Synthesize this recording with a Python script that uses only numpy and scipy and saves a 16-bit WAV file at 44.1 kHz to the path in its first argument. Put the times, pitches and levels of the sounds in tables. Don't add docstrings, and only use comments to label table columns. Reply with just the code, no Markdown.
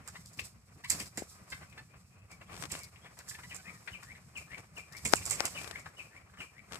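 import sys
import numpy as np
from scipy import signal
from scipy.fft import rfft, irfft
from scipy.io import wavfile
from scipy.ndimage import uniform_filter1d

SR = 44100
rng = np.random.default_rng(int(sys.argv[2]) if len(sys.argv) > 2 else 0)


def digitize_waveform(pressure):
    field = np.atleast_2d(pressure).T
    bounded = np.clip(field, -1, 1)
    quanta = np.round(bounded * 32767).astype(np.int16)
    wavfile.write(sys.argv[1], SR, quanta)


N = 299517
T = np.arange(N) / SR

# frequency in Hz, relative level in dB.
RUMBLE_COLOUR = [(15, -21), (25, -15), (38, -16), (75, 0.5), (112, -1.5), (182, -4), (300, -23.5),
                 (390, -50), (660, -120)]
FIELD_COLOUR = [(150, -26.5), (260, -6.5), (747, -3.5), (872, -7), (1150, -1.5), (1580, -7.5), (2420, -6.5),
                (3600, -26), (4680, -21), (7920, -120)]
RUSTLE_COLOUR = [(1880, -38), (3200, -11), (3670, -8), (5260, 0.5), (6600, -4), (7760, 0), (9360, -7.5),
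                 (13900, -6.5), (14700, -20.5), (15000, -26.5)]
# frequency in Hz, share of power common to both microphone ports.
BED_COMMON_SHARE = [(60, 0.99), (200, 0.91), (400, 0.7), (1400, 0.28), (3000, 0.19), (8000, 0.58)]
# frequency in Hz, pan in dB (always left minus right).
BED_PAN = [(60, -2), (110, -1), (200, 2), (380, 6), (700, 0), (1290, 0), (2380, 6), (4400, 4), (8120, -9.5),
           (15000, 1)]
# time in seconds, then rumble, field and rustle levels in dB.
BED_LEVELS = [(0, -56.5, -62.5, -66.5), (.3, -57, -65, -60.5), (.62, -60, -67.5, -70),
              (.95, -55.5, -66, -59.5), (1.4, -56, -61.5, -70), (1.75, -56.5, -61.5, -64.5),
              (2.1, -61, -69, -69), (2.4, -57.5, -60, -73.5), (2.645, -50, -50.5, -49.5),
              (2.685, -54, -62, -65), (2.95, -60.5, -64, -65.5), (3.5, -58, -59.5, -58.5),
              (3.9, -56.5, -63, -61), (4.3, -58, -64, -66), (4.85, -62, -64.5, -70),
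              (5.15, -48, -53.5, -46), (5.62, -56, -52.5, -53), (5.85, -60, -58.5, -63),
              (6.3, -60, -63.5, -68.5), (6.65, -61, -65.5, -68), (6.79, -54, -56, -78)]
# crest in seconds, field and rustle levels in dB, seconds to fall 20 dB (a negative value
BACKGROUND_SWELLS = [(0.072, -60, -60, 0.47), (0.401, -70, -44, 0.01), (0.452, -63, -45.5, 0.05),
                     (.76, -64.5, -72, 0.15), (0.912, -49, -38, 0.0629), (.95, -52, -47, 0.1),
                     (0.999, -50.5, -44, 0.13), (1.177, -53, -55, 0.11), (1.229, -55.5, -54, 0.08),
                     (1.298, -71, -52.5, 0.2), (1.518, -55, -56, 0.29), (2.32, -64, -64, 0.3),
                     (2.722, -55.5, -45, 0.1743), (2.84, -62, -41, -0.01), (3.19, -64, -61, -0.19),
                     (3.302, -62, -43.5, 0.08), (3.558, -59, -49, 0.05), (3.88, -60, -69, 0.45),
                     (4.29, -68, -60, .1), (4.38, -57.5, -57.5, 0.27), (4.515, -58.5, -61.5, 0.26),
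                     (4.588, -52.5, -60, .07), (4.78, -55, -57, 0.19), (4.97, -58.5, -61, -0.3),
                     (5.06, -47, -51, -0.02), (5.137, -35.5, -35, 0.0228), (5.309, -47.5, -45, 0.12),
                     (5.41, -39, -62, 0.01), (5.453, -38.5, -54, 0.03), (5.58, -52, -54, 0.16),
                     (5.99, -60.5, -59, 0.23), (6.408, -56.5, -55, 0.15), (6.6, -56, -57, -0.3),
                     (6.741, -56.5, -55, 0.35)]
# start in seconds, level in dB, centre in Hz, pan in dB, 60 dB decay in seconds.
WING_SLAPS = [(0.075, -44.5, 1310, 1, 0.081), (0.154, -47, 1210, 17, 0.048),
              (0.392, -30, 2300, 19.5, 0.027), (0.69, -54.5, 1280, 1.0, 0.053),
              (0.846, -36, 2100, 12, 0.026), (0.898, -37.5, 2090, 3, 0.14), (0.999, -40.5, 2260, 6.5, 0.11),
              (1.173, -36, 1900, 2, 0.064), (1.524, -35.5, 1850, 10, 0.041), (1.723, -54.5, 2280, 16, 0.06),
              (1.776, -42.5, 1840, 4, 0.055), (1.937, -50, 1130, 2, 0.048), (2.41, -47, 2170, 4, 0.07),
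              (2.492, -56, 1180, 19, 0.096), (2.702, -47, 2270, 7, 0.34), (2.956, -51, 2270, 7, 0.085),
              (3.054, -52.5, 1850, 4.5, 0.15), (3.168, -53.5, 1160, 11, 0.082),
              (3.202, -44.5, 1350, 2, 0.043), (3.273, -53.5, 1370, 3, 0.099), (3.31, -42, 1800, 5, 0.038),
              (3.347, -40.5, 1920, 9, 0.035), (3.386, -46.5, 1370, 4, 0.093), (3.432, -44, 1970, 9, 0.048),
              (3.508, -47, 2000, 2, 0.16), (3.874, -40, 1900, 16, 0.065), (4.024, -49, 1350, 7.5, 0.11),
              (4.149, -48.5, 1920, 3, 0.084), (4.514, -45, 1980, 7, 0.062), (4.576, -45, 2170, 10, 0.031),
              (5.051, -28, 2220, 8.5, 0.049), (5.212, -48, 2270, 6, 0.1), (5.305, -41, 2210, 5, 0.22),
              (5.396, -30, 1970, 8, 0.038), (5.452, -31, 2500, 3, 0.042), (5.75, -44, 1770, 1, 0.086),
              (5.858, -40, 1320, 8, 0.055), (6.295, -53, 1310, 2, 0.055), (6.335, -51, 1300, 4, 0.084),
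              (6.37, -49, 1390, 4, 0.087), (6.405, -38.5, 1600, 0, 0.054), (6.709, -51, 1285, 5, 0.2)]
# start in seconds, level in dB, pan in dB, relative tail level in dB.
FABRIC_CRACKLES = [(0.0757, -26.5, -9.5, -19), (0.2562, -42, -3, -9), (.332, -41.5, -6, -12.5),
                   (0.372, -42, 5, -10), (0.3955, -30, 4, -14), (0.8443, -33, -3, -18),
                   (0.8985, -16.5, -10, -14.5), (0.9018, -8, -11.5, -20), (0.9126, -25, 3, -10),
                   (0.9992, -25.5, -2, -13), (1.0572, -38, 0, -9.5), (1.1724, -30.5, -16, -9),
                   (1.1735, -29, 4.5, -11.5), (1.501, -35, -6, -15), (1.519, -52, 21, -9),
                   (2.315, -39.5, -2, -13), (2.701, -47, -6, -23), (2.716, -25.5, -11, -13),
                   (2.7899, -33, -8, -16), (2.833, -32, 1.5, -17.5), (3.1882, -35, -0.5, -14.5),
                   (3.2863, -39.5, -18, -6), (3.5452, -39, -20, -11.5), (3.5641, -35.5, -23, -23),
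                   (4.0294, -41.5, -4, -9.5), (4.3729, -40.5, -15, -10.5), (4.78, -38.5, -9, -14.5),
                   (4.9226, -41, 4.5, -11.5), (4.967, -35, 6.5, -13), (5.0503, -23.5, -15.5, -6.5),
                   (5.0704, -30, -10, -26), (5.0946, -32.5, -6, -10.5), (5.1233, -21, -4, -15),
                   (5.1354, -20, -13, -31), (5.1562, -19, -16, -20), (5.164, -32, -13, -10),
                   (5.254, -22.5, -13.5, -16.5), (5.2623, -23.5, -7, -11.5), (5.2983, -23, -12, -14.5),
                   (5.3075, -22.5, -18, -9), (5.316, -31, -7, -26), (5.3484, -32, -11, -10.5),
                   (5.4531, -12.5, -8, -18.5), (5.6331, -34, 0, -14), (5.7948, -44, -5.5, -8.5)]
# centre in Hz, width in Hz, gain in dB.
PORT_MODES = [
    [(5100, 1580, 9.5), (6900, 9800, -6), (11570, 11000, -7)],
    [(5240, 1200, -15), (7550, 1480, 10.5), (9800, 3800, -14)],
]
# start and length in seconds, first pitch, last pitch and throat
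# resonance in Hz, level in dB.
TURKEY_CLUCKS = [(.145, 0.035, 900, 1050, 1900, -52), (0.387, 0.012, 591, 563, 2400, -41.5),
                 (0.835, 0.035, 845, 1210, 1900, -45), (1.517, 0.025, 518.5, 517, 1980, -42),
                 (1.618, .025, 1054, 1053, 2100, -58), (1.772, 0.035, 890, 893, 1900, -52.5),
                 (3.27, 0.022, 883, 900, 1600, -66), (3.304, 0.02, 890, 900, 1800, -58),
                 (3.34, 0.024, 880, 900, 2040, -53), (3.379, 0.021, 963, 960, 1710, -61),
                 (3.428, 0.037, 980, 980, 1760, -54), (3.504, .03, 950, 1000, 1900, -56),
                 (3.576, .04, 750, 750, 1600, -57), (3.872, 0.028, 460.4, 464, 1924, -48),
                 (5.854, 0.017, 1266, 1306, 1500, -49)]
# start in seconds, level in dB, centre in Hz.
HAND_BUMPS = [(0.368, -48, 121), (0.408, -44, 91.5), (0.755, -45, 127), (0.919, -35.5, 91.5),
              (0.943, -39, 199), (1.004, -40, 211), (1.174, -36, 186), (1.519, -49, 116),
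              (2.609, -48, 176.4), (2.717, -40, 145), (3.719, -49, 112), (4.588, -45.5, 91.5),
              (5.053, -28.5, 140), (5.205, -38.5, 121), (5.6, -47, 132), (6.388, -43, 116),
              (6.711, -44.5, 118)]
# start in seconds, left level in dB, pan in dB, relative edge level
# in dB, contact time in seconds.
FINGER_TAPS = [(0.371, -45, 10, -30, 0.0012), (1.178, -24, 0, -18, 0.0014), (1.221, -16.5, 11, -30, 0.0017),
               (5.133, -23, 35, -12.5, 0.00028), (5.1363, -2, 41, 2.5, 0.00013),
               (5.4055, -16.5, 12.5, 11.5, 0.00017)]
# frequency in Hz, gain in dB, 60 dB decay in seconds.
SHELL_MODES = [(427, -15.5, 0.013), (802, -1, 0.0083), (1466, 4.5, 0.0042)]
# start, crest and end in seconds, the pitch at each in Hz, level in dB.
TURKEY_WHINES = [(1.248, 1.402, 1.47, 1320, 1228, 1150, -68.5), (1.539, 1.556, 1.66, 1566, 1546, 1520, -61),
                 (1.66, 1.717, 1.77, 2416, 2550, 2370, -68), (1.876, 1.962, 1.98, 2260, 2605, 2560, -69.5),
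                 (1.75, 1.823, 1.88, 2450, 2590, 2400, -78), (2.002, 2.05, 2.4, 2560, 2605, 2530, -79),
                 (2.1, 2.2, 2.3, 2390, 2605, 2528, -71.5), (2.3, 2.33, 2.36, 2383, 2266, 2290, -57),
                 (2.403, 2.429, 2.4, 2475, 2325, 2600, -66), (2.45, 2.53, 2.55, 2640, 2590, 2542, -66),
                 (2.47, 2.497, 2.49, 3298, 3390, 3228, -63.5),
                 (2.791, 2.828, 2.88, 2431, 2225, 2156, -56.5), (3.01, 3.048, 3.1, 3210, 3390, 3400, -66),
                 (3.628, 3.738, 3.8, 1236, 1265, 1180, -64), (3.65, 3.672, 3.72, 2505, 2506, 2460, -57),
                 (3.73, 3.76, 3.79, 1890, 1870, 1800, -63.5), (4.93, 4.968, 4.4, 1227, 1301, 1301, -69)]
# start in seconds, tick count, first gap in seconds, gap ratio per tick,
# first and last levels in dB, pan in dB.
JOINT_CREAKS = [(2.531, 5, .0118, .98, -33.5, -32.5, 12.5), (2.599, 2, .012, 1, -37, -36, 9),
                (2.6251, 3, .0129, 1.29, -24.5, -26, 15.5), (2.727, 3, .013, 0.95, -30, -22.5, 8),
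                (4.5815, 1, .01, 1, -31, -38, 8), (5.5891, 5, .0262, 1.105, -30, -27, 17),
                (6.7222, 4, .011, 1.04, -29.5, -27, 13.5)]
# crest in seconds, level in dB, lead-in in seconds.
FALLING_NOTES = [(3.525, -52, 0.011), (3.955, -48, .02), (4.378, -45.5, .006), (4.788, -45, 0.0048),
                 (5.18, -49, .004), (5.585, -43, .02), (6.008, -47.5, 0.023), (6.422, -47, .022)]
# crest in seconds, level in dB.
RISING_NOTES = [(3.692, -53), (4.115, -52), (4.544, -51), (4.962, -53), (5.765, -52), (6.17, -55),
                (6.59, -57.5)]
# seconds from the crest, pitch in Hz, relative level in dB.
FALL_CONTOUR = [(-.02, 2991, -6), (-.013, 2670, -1.5), (-.006, 2473, -0.5), (0, 2403, 0.5),
                (0.014, 2330, -8.5), (0.025, 2500, -19)]
RISE_CONTOUR = [(-.075, 1697, -30), (-.04, 1790, -10.5), (-.018, 1950, -3.5), (0, 2257, 0),
                (.012, 2330, -3), (0.021, 2320, -21)]


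def undb(db):
    return 10 ** (np.asarray(db) / 20)


def unit_rms(x):
    return x / np.sqrt(np.mean(x ** 2))


def pan(x, pan_db, lag_samples=5):
    return np.array([np.roll(x, lag_samples) * undb(pan_db / 2), x * undb(-pan_db / 2)])


def add(out, x, start):
    i = int(start * SR)
    out[..., i:i + x.shape[-1]] += x[..., :N - i]


def band(x, hz, width_hz):
    return signal.lfilter(*signal.iirpeak(hz, hz / width_hz, SR), x)


def fade(seconds, t60):
    return np.exp(-np.log(1000) * np.arange(int(seconds * SR)) / SR / t60)


def curve_at(table, hz):
    knots_hz, values = np.transpose(table)
    return np.interp(np.log(hz + 1), np.log(knots_hz), values)


def grainy(shape, grain_db):
    click_db = grain_db * np.minimum(rng.exponential(size=shape), 5.5)
    return unit_rms(rng.standard_normal(shape) * undb(click_db))


def noise_bed(colour, grain_db, flicker_db):
    hz = np.fft.rfftfreq(N, 1 / SR)
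    share = curve_at(BED_COMMON_SHARE, hz)
    common = np.sqrt(share) * rfft(pan(grainy(N, grain_db), 0))
    wide = np.sqrt(1 - share) * rfft(grainy((2, N), grain_db))
    eq_db = curve_at(colour, hz) + curve_at(BED_PAN, hz) * np.array([[.5], [-.5]])
    steps = np.repeat(rng.standard_normal(N // 900 + 1), 900)
    flicker = 1.22 * uniform_filter1d(steps, size=900)[:N]
    return unit_rms(irfft((common + wide) * undb(eq_db), N)) * undb(flicker_db * flicker)


def swell(slow_gain, swell_levels):
    power = slow_gain ** 2
    for (crest, _, _, fall), db in zip(BACKGROUND_SWELLS, swell_levels):
        span = slice(max(int((crest - .2) * SR), 0), int((crest + 2 * fall) * SR))
        since_crest = T[span] - crest
        rise = .17 * fall + .02
        drop_db = 20 * np.where(since_crest > 0, since_crest / fall, -since_crest / rise)
        power[span] += undb(db - drop_db) ** 2
    return np.sqrt(power)


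def ambience():
    times, *levels = np.transpose(BED_LEVELS)
    rumble_gain, field_gain, rustle_gain = [undb(np.interp(T, times, db)) for db in levels]
    _, field_swells, rustle_swells, _ = np.transpose(BACKGROUND_SWELLS)
    rumble = noise_bed(RUMBLE_COLOUR, grain_db=.3, flicker_db=2.8) * rumble_gain
    field = noise_bed(FIELD_COLOUR, grain_db=1.5, flicker_db=3) * swell(field_gain, field_swells)
    rustle = noise_bed(RUSTLE_COLOUR, grain_db=3, flicker_db=1.5) * swell(rustle_gain, rustle_swells)
    return rumble + field + rustle


def wing_slaps():
    out = np.zeros((2, N))
    for start, db, hz, pan_db, t60 in WING_SLAPS:
        envelope = fade(.2, t60) * (1 - fade(.2, .028))
        air = grainy(len(envelope), grain_db=1.5)
        smack = unit_rms(band(band(air, hz, 1100), hz, 1100))
        body = undb(-6.5) * unit_rms(band(air, 1200, 1350))
        add(out, pan((smack + body) * envelope, pan_db) * undb(db), start)
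    return out


def with_wood_echo(x, t60, wet_db):
    cloud = band(rng.standard_normal((2, SR)), 2200, 4380) * fade(1, t60)
    cloud /= np.sqrt(np.sum(cloud ** 2) / 2)
    return x + undb(wet_db) * signal.fftconvolve(x, cloud, axes=1)[:, :N]


def fabric_crackles():
    out = np.zeros((2, N))
    for start, db, pan_db, tail_db in FABRIC_CRACKLES:
        envelope = fade(.2, t60=.14) * (1 - fade(.2, .0037))
        crackle = grainy(len(envelope), grain_db=5) * envelope * undb(tail_db)
        crackle[60:62] += [2.2, -2.2]
        add(out, pan(crackle, pan_db) * undb(db), start)
    return np.array([sum(undb(db) * band(band(side, hz, width), hz, 2 * width) for hz, width, db in modes)
                     for side, modes in zip(out, PORT_MODES)])


def turkey_clucks():
    out = np.zeros(N)
    for start, length, first_hz, last_hz, throat_hz, db in TURKEY_CLUCKS:
        hz = np.linspace(first_hz, last_hz, int(length * SR))
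        shake = 1 + .04 * unit_rms(uniform_filter1d(rng.standard_normal(len(hz)), size=60))
        phase = 2 * np.pi * np.cumsum(hz * shake) / SR
        voice = np.zeros(len(hz))
        for k in range(1, 11):
            throat = 1 / (1 + ((k * hz - throat_hz) / 700) ** 2)
            presence = undb(-10) / (1 + ((k * hz - 4400) / 600) ** 2)
            voice += (throat + presence) * np.cos(k * phase)
        add(out, unit_rms(voice) * signal.windows.tukey(len(hz), .6) * undb(db), start)
    return out


def hand_bumps():
    out = np.zeros(N)
    envelope = fade(.2, t60=.096) * (1 - fade(.2, .042))
    for start, db, hz in HAND_BUMPS:
        thud = unit_rms(band(band(rng.standard_normal(len(envelope)), hz, 260), hz, 260))
        add(out, thud * envelope * undb(db), start)
    return out


def finger_taps():
    out = np.zeros((2, N))
    t = np.arange(int(.1 * SR)) / SR
    ring = sum(undb(db) * np.sin(2 * np.pi * hz * t) * fade(.1, t60) for hz, db, t60 in SHELL_MODES)
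    ring = signal.lfilter(*signal.butter(2, 220, "high", fs=SR), ring)
    edge = -np.sin(2 * np.pi * 5200 * t) * fade(.1, .002)
    for start, left_db, pan_db, edge_db, contact in FINGER_TAPS:
        push = np.hanning(int(contact * SR) + 3)
        knock = np.convolve(ring, push / push.sum())
        db = left_db - pan_db / 2
        add(out, pan(knock, pan_db) * undb(db), start)
        add(out, pan(edge, pan_db) * undb(db + edge_db), start - .0003)
    return out


def whistle(notes, octave_db, waver_db):
    out = np.zeros(N)
    for note in notes:
        times, hz, db = np.transpose(note)
        t = np.arange(times[0], times[-1], 1 / SR)
        phase = 2 * np.pi * np.cumsum(np.interp(t, times, hz)) / SR
        tone = np.sin(phase) + undb(octave_db) * np.sin(2 * phase)
        waver = unit_rms(uniform_filter1d(rng.standard_normal(len(t)), size=90))
        envelope = undb(np.interp(t, times, db) + waver_db * waver) * signal.windows.tukey(len(t), .2)
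        add(out, np.sqrt(2) * tone * envelope, times[0])
    return out


def turkey_whines():
    low, high = [], []
    for start, crest, end, start_hz, crest_hz, end_hz, db in TURKEY_WHINES:
        if end > start:
            note = [(start, start_hz, db - 8.5), (crest, crest_hz, db), (end, end_hz, db - 11)]
            (low if crest_hz < 2000 else high).append(note)
    return whistle(low, octave_db=-19, waver_db=4.5) + whistle(high, octave_db=-28, waver_db=4.5)


def joint_creaks(scatter_db=2):
    ticks = []
    for start, count, first_gap, growth, first_db, last_db, pan_db in JOINT_CREAKS:
        gaps = first_gap * growth ** np.arange(count)
        times = start + np.cumsum(gaps) - gaps
        levels = np.linspace(first_db, last_db, count) + scatter_db * rng.standard_normal(count)
        ticks += [(at, db, pan_db) for at, db in zip(times, levels)]
    out = np.zeros((2, N))
    t = np.arange(int(.1 * SR)) / SR
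    for start, db, pan_db in ticks:
        slip = np.exp(-t / .00005) + undb(-16) * rng.standard_normal(len(t)) * fade(.1, .031)
        tick = np.convolve(slip, np.hanning(6) / 2)
        add(out, pan(tick, pan_db) * undb(db), start)
    return out


def songbird(top_hz=2922, top_db=-9.5):
    falls = [np.array([(FALL_CONTOUR[0][0] - lead_in, top_hz, top_db)] + FALL_CONTOUR) + [crest, 0, db]
             for crest, db, lead_in in FALLING_NOTES]
    rises = [np.array(RISE_CONTOUR) + [crest, 0, db] for crest, db in RISING_NOTES]
    calls = pan(whistle(falls, octave_db=-38, waver_db=3.5), pan_db=8)
    answers = pan(whistle(rises, octave_db=-33, waver_db=5.5), pan_db=6.5)
    return calls + answers


def scene():
    fight = pan(turkey_whines(), pan_db=7.5) + pan(turkey_clucks(), pan_db=-1.5) + wing_slaps()
    birds = with_wood_echo(songbird(), t60=.31, wet_db=-9) + with_wood_echo(fight, t60=.2, wet_db=-12)
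    return birds + ambience() + fabric_crackles() + joint_creaks() + finger_taps() + hand_bumps()


def record(dry, gate_depth_db=2.5, gate_open_db=-51, gate_range_db=5.5, top_hz=15000):
    low_cut = signal.sosfilt(signal.butter(2, 45, "high", fs=SR, output="sos"), dry)
    sidechain = signal.sosfilt(signal.butter(2, 500, "high", fs=SR, output="sos"), low_cut)
    level_db = 10 * np.log10(uniform_filter1d(np.mean(sidechain ** 2, axis=0), size=1400) + 1e-12)
    gated = low_cut * undb(gate_depth_db * np.clip((level_db - gate_open_db) / gate_range_db, -1, 0))
    return signal.sosfilt(signal.ellip(6, .2, 50, top_hz, fs=SR, output="sos"), np.clip(gated, -1, 1))


dry = scene()
out = record(dry)
digitize_waveform(out)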